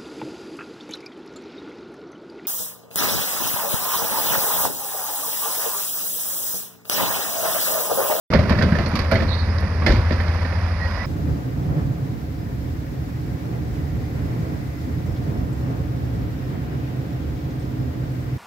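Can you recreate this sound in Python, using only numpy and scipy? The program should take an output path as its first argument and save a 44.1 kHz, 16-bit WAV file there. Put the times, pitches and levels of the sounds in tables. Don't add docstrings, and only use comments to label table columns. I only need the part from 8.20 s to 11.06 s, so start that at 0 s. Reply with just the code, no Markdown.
import sys
import numpy as np
from scipy import signal
from scipy.fft import rfft, irfft, next_fast_len
from scipy.io import wavfile
from scipy.ndimage import uniform_filter1d, minimum_filter1d, map_coordinates

SR = 44100
rng = np.random.default_rng(int(sys.argv[2]) if len(sys.argv) > 2 else 0)


def output_pcm(signal):
    pcm = np.clip(np.atleast_2d(signal).T, -1, 1) * 32767
    wavfile.write(sys.argv[1], SR, np.round(pcm).astype(np.int16))


N = 126126


def amp(db):
    return 10 ** (np.asarray(db) / 20)


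def unit(x):
    return x / np.sqrt(np.mean(x ** 2) + 1e-20)


def along(points, hz):
    f, v = np.transpose(points)
    return np.interp(np.log(hz + 1), np.log(f + 1), v)


def since(s):
    return np.maximum(np.arange(N) / SR - s, 0)


def curves(rows):
    s, *columns = np.transpose(rows)
    return [np.interp(since(0), s, column) for column in columns]


def wobble(rate):
    knots = rng.standard_normal(8192)
    return map_coordinates(knots, [since(0) * rate], mode="wrap")


def wander(size, width_hz, smooth):
    drift = np.cumsum(rng.standard_normal(size)) * np.sqrt(2 * np.pi * abs(width_hz) / SR)
    return uniform_filter1d(drift, smooth)


def tone(hz, width_hz):
    return np.sqrt(2) * np.sin(2 * np.pi * hz * since(0) + wander(N, width_hz, SR // 700))


def blow(s, rise_s, t60):
    t = since(s)
    return (1 - np.exp(-t / rise_s)) * amp(-60 * t / t60)


def filtered(x, response):
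    m = next_fast_len(N + SR // 2)
    return irfft(rfft(x, m) * response(np.fft.rfftfreq(m, 1 / SR)), m)[..., :N]


def band_noise(pitch_hz, octaves):
    def bell(hz):
        return np.exp(-.5 * (np.log2((hz + 1) / pitch_hz) / octaves) ** 2)
    return unit(filtered(rng.standard_normal((2, N)), bell))


def coloured(x, spectrum):
    size = 8192
    hz = np.fft.rfftfreq(size, 1 / SR)
    cepstrum = irfft(np.log(np.maximum(amp(along(spectrum, hz)), 1e-6)))
    cepstrum[1:size // 2] *= 2
    cepstrum[size // 2 + 1:] = 0
    ring = irfft(np.exp(rfft(cepstrum)))
    return signal.fftconvolve(x, ring[None] / np.linalg.norm(ring), axes=1)[:, :N]


# frequency_hz, likeness (0-1)
LIKENESS = [(80, .96), (300, .88), (600, .93), (1400, .72), (2100, .82), (3200, .5), (5000, .35),
            (12000, .2)]


def spread(pair):
    def mid_and_side(hz):
        turn = np.arccos(np.clip(along(LIKENESS, hz), -1, 1)) / 2
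        return np.array([np.cos(turn), np.sin(turn)])
    mid, side = filtered(pair, mid_and_side)
    return np.array([mid + side, mid - side])


def grit(clump_db, rate):
    return unit(spread(rng.standard_normal((2, N)) * amp(clump_db * wobble(rate))))


def rubble(contacts_per_s):
    lands = rng.random((2, N)) < contacts_per_s / SR
    return unit(spread(lands * np.sign(rng.standard_normal((2, N)))))


# time_s, rumble_db, rattle_db
POUR_LEVELS = [(.1, -23.5, -31), (.45, -21, -36), (.68, -29.5, -31), (.88, -30.5, -33.5),
               (1.03, -24.5, -34.5), (1.15, -29.5, -38.5), (1.58, -31, -49.5), (1.76, -27, -32),
               (1.88, -36.5, -38.5), (2.1, -32, -36), (2.5, -38.5, -40.5), (2.86, -33.5, -35.5)]
# frequency_hz, relative_db
RUMBLE_TONE = [(30, -44.5), (50, 3), (110, 3.5), (220, 3.5), (320, -9.5), (600, -7.5), (1200, -56)]
# frequency_hz, relative_db
RATTLE_TONE = [(200, -33.5), (350, -9), (410, -18), (520, 4), (640, -2.5), (780, -4), (1000, -0.5),
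               (1300, -2), (1700, -6.5), (2400, -9.5), (3000, -16), (4800, -20.5), (6000, -27.5),
               (7900, -41), (10500, -45.5), (12500, -31), (14000, -53), (15800, -60)]


def pour(stones_per_s=170, size_db=-0.5, stone_t60=0.067):
    rumble_db, rattle_db = curves(POUR_LEVELS)
    lands = rng.random(N) < stones_per_s / SR
    sizes = lands * amp(size_db * np.minimum(rng.exponential(size=N), 3))
    power = signal.fftconvolve(sizes ** 2, blow(0, 0.00021, stone_t60) ** 2)[:N]
    contacts = np.sqrt(np.abs(power))
    rattle = unit(coloured(contacts * grit(clump_db=0.5, rate=660), RATTLE_TONE))
    rumble = unit(coloured(grit(clump_db=0.0, rate=43), RUMBLE_TONE))
    return amp(rattle_db) * rattle + amp(rumble_db) * rumble


# time_s, firing_hz
FIRING_RATE = [(2.55, 83.94), (2.61, 83.1), (2.82, 81.4)]
# time_s, level_db
DRONE_LEVEL = [(.1, -26.5), (.9, -22.5), (1.15, -21), (1.9, -20), (2.55, -20.5), (2.86, -27.5)]
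# cycle_rate_multiple, relative_db
EXHAUST_LINES = [(3, -22), (5, -18.5), (6, -2), (7, -12), (8, -22.5), (12, -22), (15, -28), (18, -32)]
# frequency_hz, relative_db
ROAR_TONE = [(25, -19.5), (45, 1), (65, 10), (105, 2), (138, -8.5), (215, -5.5), (280, -11), (400, -18),
             (530, -13.5), (640, -11), (770, -14), (1020, -11), (1400, -15), (1950, -12.5), (2400, -20.5),
             (3050, -29.5), (4100, -28.5), (4950, -23.5), (5900, -34), (7800, -54), (10500, -41.5),
             (12500, -49.5), (15800, -59)]
ROAR_DB, FIRING_DEPTH = -28, 0.024
CYLINDERS = 6


def engine():
    firing_hz, = curves(FIRING_RATE)
    level_db, = curves(DRONE_LEVEL)
    phase = 2 * np.pi * np.cumsum(firing_hz * (1 + 0.0053 * wobble(11.49))) / SR
    drone = np.zeros(N)
    for multiple, db in EXHAUST_LINES:
        line_phase = round(multiple) / CYLINDERS * phase + rng.uniform(0, 2 * np.pi)
        drone += amp(db + 0.91 * wobble(9.96)) * np.sin(line_phase)
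    throb = 1 + FIRING_DEPTH * np.sin(phase)
    roar = coloured(grit(clump_db=0.66, rate=200) * throb, ROAR_TONE)
    return np.sqrt(2) * amp(level_db) * drone + amp(ROAR_DB) * unit(roar)


# start_s, thud_db, knock_db, crack_db, pitch_hz
ROCK_HITS = [(0.103, -17, -41, -46, 1950), (0.127, -31, -21.5, -47, 1230), (.135, -16.5, -13, -29, 497),
             (.146, -11, -16.5, -51, 557), (0.191, -22, -26, -36, 626), (0.227, -38, -46, -44, 613.6),
             (0.256, -40, -30, -54, 1550), (.295, -27, -20, -33, 1024), (0.307, -14, -23, -38.5, 662),
             (.320, -25, -22, -40, 994), (0.352, -22, -30, -54, 1660), (.387, -23, -24.5, -33, 1754),
             (.412, -34, -21.5, -43, 1580), (0.423, -24, -21.5, -29.5, 1600),
             (0.436, -15.5, -28, -42, 1630), (0.458, -26, -36, -63, 510), (0.522, -17, -23, -49, 1560),
             (.552, -45, -24.5, -42, 1770), (0.586, -18, -21, -35.5, 657), (.660, -23, -31, -38, 593),
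             (.735, -18.5, -38, -44, 1600), (0.754, -44, -24, -28, 1068), (0.79, -26, -24, -30.5, 1100),
             (0.812, -22, -40, -56, 1650), (.914, -32, -20.5, -30.5, 1493), (.921, -16, -18.5, -33, 686),
             (.934, -19.5, -21, -38, 1553), (0.955, -18, -21, -33.5, 2017), (.976, -30, -30.5, -53, 1510),
             (1.002, -26, -26, -39, 1735), (1.020, -16, -25.5, -38, 514), (1.426, -39, -28.5, -63, 533),
             (1.62, -22.5, -25.5, -55, 1159), (1.663, -18.5, -17.5, -24, 1640),
             (1.677, -25, -23.5, -35, 650), (1.692, -17.5, -26, -35, 1670), (1.702, -24, -20, -33, 374),
             (1.718, -39, -26, -30.5, 542), (1.736, -26, -30, -42, 290), (1.759, -20.5, -35, -44, 2040),
             (1.907, -17.5, -21.5, -45, 658.5), (1.921, -23, -32, -35.5, 443),
             (2.001, -30, -24.5, -42.5, 1720), (2.081, -27, -39, -41.5, 1020), (2.249, -32, -31, -48, 1854),
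             (2.320, -33, -32, -66, 350)]


def rock_layer(levels_db, spectrum, gain_db, rise_s, t60, contacts_per_s):
    power = np.zeros(N)
    for rock, db in zip(ROCK_HITS, levels_db):
        power += (amp(db + gain_db) * blow(rock[0], rise_s, t60)) ** 2
    return coloured(np.sqrt(power) * rubble(contacts_per_s), spectrum)


# pitch_multiple, relative_db
CLINK_MODES = [(1.53, -2), (2.13, -3), (3.05, -7.5), (4.4, -2.5)]
CLINK_T60_S, CLINK_TOP_HZ = .05, 5200


def rock_tones(tock_db, tock_t60, tock_width_hz, push_db, push_hz, push_t60):
    out = np.zeros(N)
    t = np.arange(SR // 8) / SR
    for s, thud_db, knock_db, crack_db, hz in ROCK_HITS:
        tock_phase = 2 * np.pi * hz * t + wander(len(t), tock_width_hz, SR // 900)
        tock = amp(knock_db + tock_db - 60 * t / tock_t60) * np.sin(tock_phase)
        clink = np.zeros(len(t))
        for multiple, db in CLINK_MODES:
            if multiple * hz < CLINK_TOP_HZ:
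                decay = amp(crack_db + db - 60 * t / CLINK_T60_S)
                clink += decay * np.sin(2 * np.pi * multiple * hz * t)
        soil_hz = push_hz * np.exp(0.21 * rng.normal())
        push = amp(thud_db + push_db - 60 * t / push_t60) * np.sin(2 * np.pi * soil_hz * t)
        onset = 1 - np.exp(-t / 0.00041)
        out[round(s * SR):][:len(t)] += np.sqrt(2) * (tock + clink + push) * onset
    return out


# frequency_hz, relative_db
THUD_TONE = [(50, -16.5), (95, -4.5), (180, -1.5), (240, -4.5), (350, -11), (600, -25), (1500, -72)]
# frequency_hz, relative_db
KNOCK_TONE = [(150, -22.5), (330, 3), (420, -1.5), (520, 9), (660, 4), (770, -3.5), (980, -1), (1250, -4),
              (1700, 0.5), (2100, -2), (2800, -13), (4500, -17.5), (9000, -84.5)]
# frequency_hz, relative_db
CRACK_TONE = [(1000, -21), (2500, 6), (3300, 1), (4700, 7.5), (5400, 0), (6500, -10.5), (8200, -25),
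              (10500, -18.5), (12500, -19), (15800, -41)]


def rocks():
    _, thud_db, knock_db, crack_db, _ = np.transpose(ROCK_HITS)
    tones = rock_tones(tock_db=3, tock_t60=0.039, tock_width_hz=68,
                       push_db=3, push_hz=168.4, push_t60=0.039)
    thuds = rock_layer(thud_db, THUD_TONE, gain_db=0.0, rise_s=0.0011, t60=0.12, contacts_per_s=900)
    knocks = rock_layer(knock_db, KNOCK_TONE, gain_db=0.0, rise_s=0.0008, t60=0.098, contacts_per_s=800)
    cracks = rock_layer(crack_db, CRACK_TONE, gain_db=3, rise_s=0.00029, t60=0.081, contacts_per_s=1200)
    return tones + thuds + knocks + cracks


# start_s, level_db, pitch_hz
GROUND_BOOMS = [(0.139, -14, 57), (0.186, -6, 94), (.81, -37, 48), (0.947, -10, 96.3), (1.02, -35, 49),
                (1.691, -8.5, 53.5), (1.767, -10, 104)]


def booms():
    out = np.zeros(N)
    for s, db, hz in GROUND_BOOMS:
        shake = np.sqrt(2) * np.sin(2 * np.pi * hz * since(s))
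        out += amp(db) * blow(s, rise_s=.006, t60=.15) * shake
    return out


# start_s, level_db, pitch_hz
BED_CLANGS = [(0.192, -16.5, 627), (0.919, -11.5, 657), (1.666, -21, 630), (1.664, -20, 2042),
              (1.667, -24, 1767)]
CLANG_T60_S, CLANG_WIDTH_HZ = 0.1, 12
# start_s, length_s, pitch_hz, level_db, roughness (0-1)
STONE_SQUEALS = [(1.077, 0.035, 4190, -31, .8), (1.097, 0.06, 3797, -32.5, .65),
                 (1.12, 0.049, 4350, -36, 0.5), (1.173, 0.049, 4455, -36, .55),
                 (1.162, 0.092, 4050, -44.5, .9), (1.28, .06, 4950, -46.5, 0.67),
                 (2.592, 0.092, 1912, -33, .09), (2.61, .065, 4230, -46, 0.32),
                 (2.61, 0.23, 4960, -52, 0.15), (2.771, 0.078, 1974, -36, .2),
                 (2.836, 0.063, 5120, -42, .1)]
SQUEAL_WIDTH, SQUEAL_EDGE_S = 0.0437, 0.027
SCRAPE_DB, SCRAPE_OCTAVES = -0.5, 0.13


def steel_bed():
    out = np.zeros((2, N))
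    for s, db, hz in BED_CLANGS:
        out += amp(db) * blow(s, 0.00064, CLANG_T60_S) * tone(hz, CLANG_WIDTH_HZ)
    for s, length, pitch_hz, db, rough in STONE_SQUEALS:
        slide = np.clip(np.minimum(since(s), length - since(s)) / SQUEAL_EDGE_S, 0, 1)
        squeal = tone(pitch_hz, rough * SQUEAL_WIDTH * pitch_hz)
        rasp = rough * amp(SCRAPE_DB) * band_noise(pitch_hz, SCRAPE_OCTAVES)
        out += amp(db + wobble(160)) * slide * (squeal + rasp)
    return out


# start_s, level_db, pitch_hz
CHIP_SNAPS = [(0.295, -42, 10500), (.423, -40, 4700), (.661, -26.5, 4500), (0.686, -41, 10500),
              (0.753, -29, 4500), (.757, -40, 11000), (.790, -36, 4800), (.790, -42, 10900),
              (.914, -34, 11000), (.945, -38, 11500), (1.383, -26.5, 4360), (1.405, -45, 10900),
              (1.661, -44, 11000), (2.010, -46, 11000)]


def chips(t60=0.023, octaves=0.23):
    out = np.zeros((2, N))
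    for s, db, pitch_hz in CHIP_SNAPS:
        out += amp(db) * blow(s, 0.00054, t60) * band_noise(pitch_hz, octaves)
    return out


# frequency_hz, t60_s
TAIL_T60 = [(100, 0.54), (1000, 0.15), (4000, 0.35), (12000, 0.023)]


def site(x):
    hz, t, z = signal.stft(rng.standard_normal((2, SR // 2)), SR, nperseg=256)
    decay = amp(-60 * t / along(TAIL_T60, hz)[:, None])
    tail = signal.istft(z * decay, SR, nperseg=256)[1]
    return spread(signal.fftconvolve(x, tail / np.linalg.norm(tail[0]), axes=1)[:, :N])


SITE_DB = -10


def scene():
    hits = rocks() + chips() + steel_bed() + booms()
    return hits + amp(SITE_DB) * site(hits) + pour() + engine()


# frequency_hz, left_minus_right_db
LEFT_BALANCE = [(100, 0.5), (240, -2), (360, 3.5), (620, -4.5), (790, 3.5), (980, -7.5), (1150, 0),
                (1400, -8.5), (1850, -12), (2450, -9.5), (3150, -6.5), (4100, -15), (5100, -23.5),
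                (7500, -17.5), (10000, -19.5), (12000, -8.5), (15500, -7)]
# frequency_hz, left_lead_rad
LEFT_LEAD = [(100, -.1), (350, -.1), (450, -.5), (750, -.4), (900, -.7), (1600, -.8), (2400, .4),
             (3500, 2.6), (4500, 4), (6200, 8.6), (12000, 15)]
START_S = .102
CLIP_DB = -.4
LOW_CUT_HZ, TOP_HZ = 36, 15850


def record(dry):
    def ports(hz):
        left = amp(along(LEFT_BALANCE, hz))
        shift = np.exp(1j * along(LEFT_LEAD, hz))
        return 2 / (1 + left) * np.array([left * shift, np.ones_like(hz)])

    def band_limits(hz):
        low_cut = (1j * hz) ** 2 / (LOW_CUT_HZ ** 2 - hz ** 2 + 1j * hz * LOW_CUT_HZ)
        return (hz < TOP_HZ) * low_cut

    cut_in = np.minimum(since(START_S) / 0.0019, 1)
    heard = filtered(dry, ports) * cut_in
    needed = np.minimum(1, amp(CLIP_DB) / (np.abs(heard).max(axis=0) + 1e-9))
    gain = uniform_filter1d(minimum_filter1d(needed, SR // 200), SR // 200)
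    fade_out = np.minimum(since(0)[::-1] / .002, 1)
    return filtered(heard * gain * fade_out, band_limits)


dry = scene()
out = record(dry)
output_pcm(out)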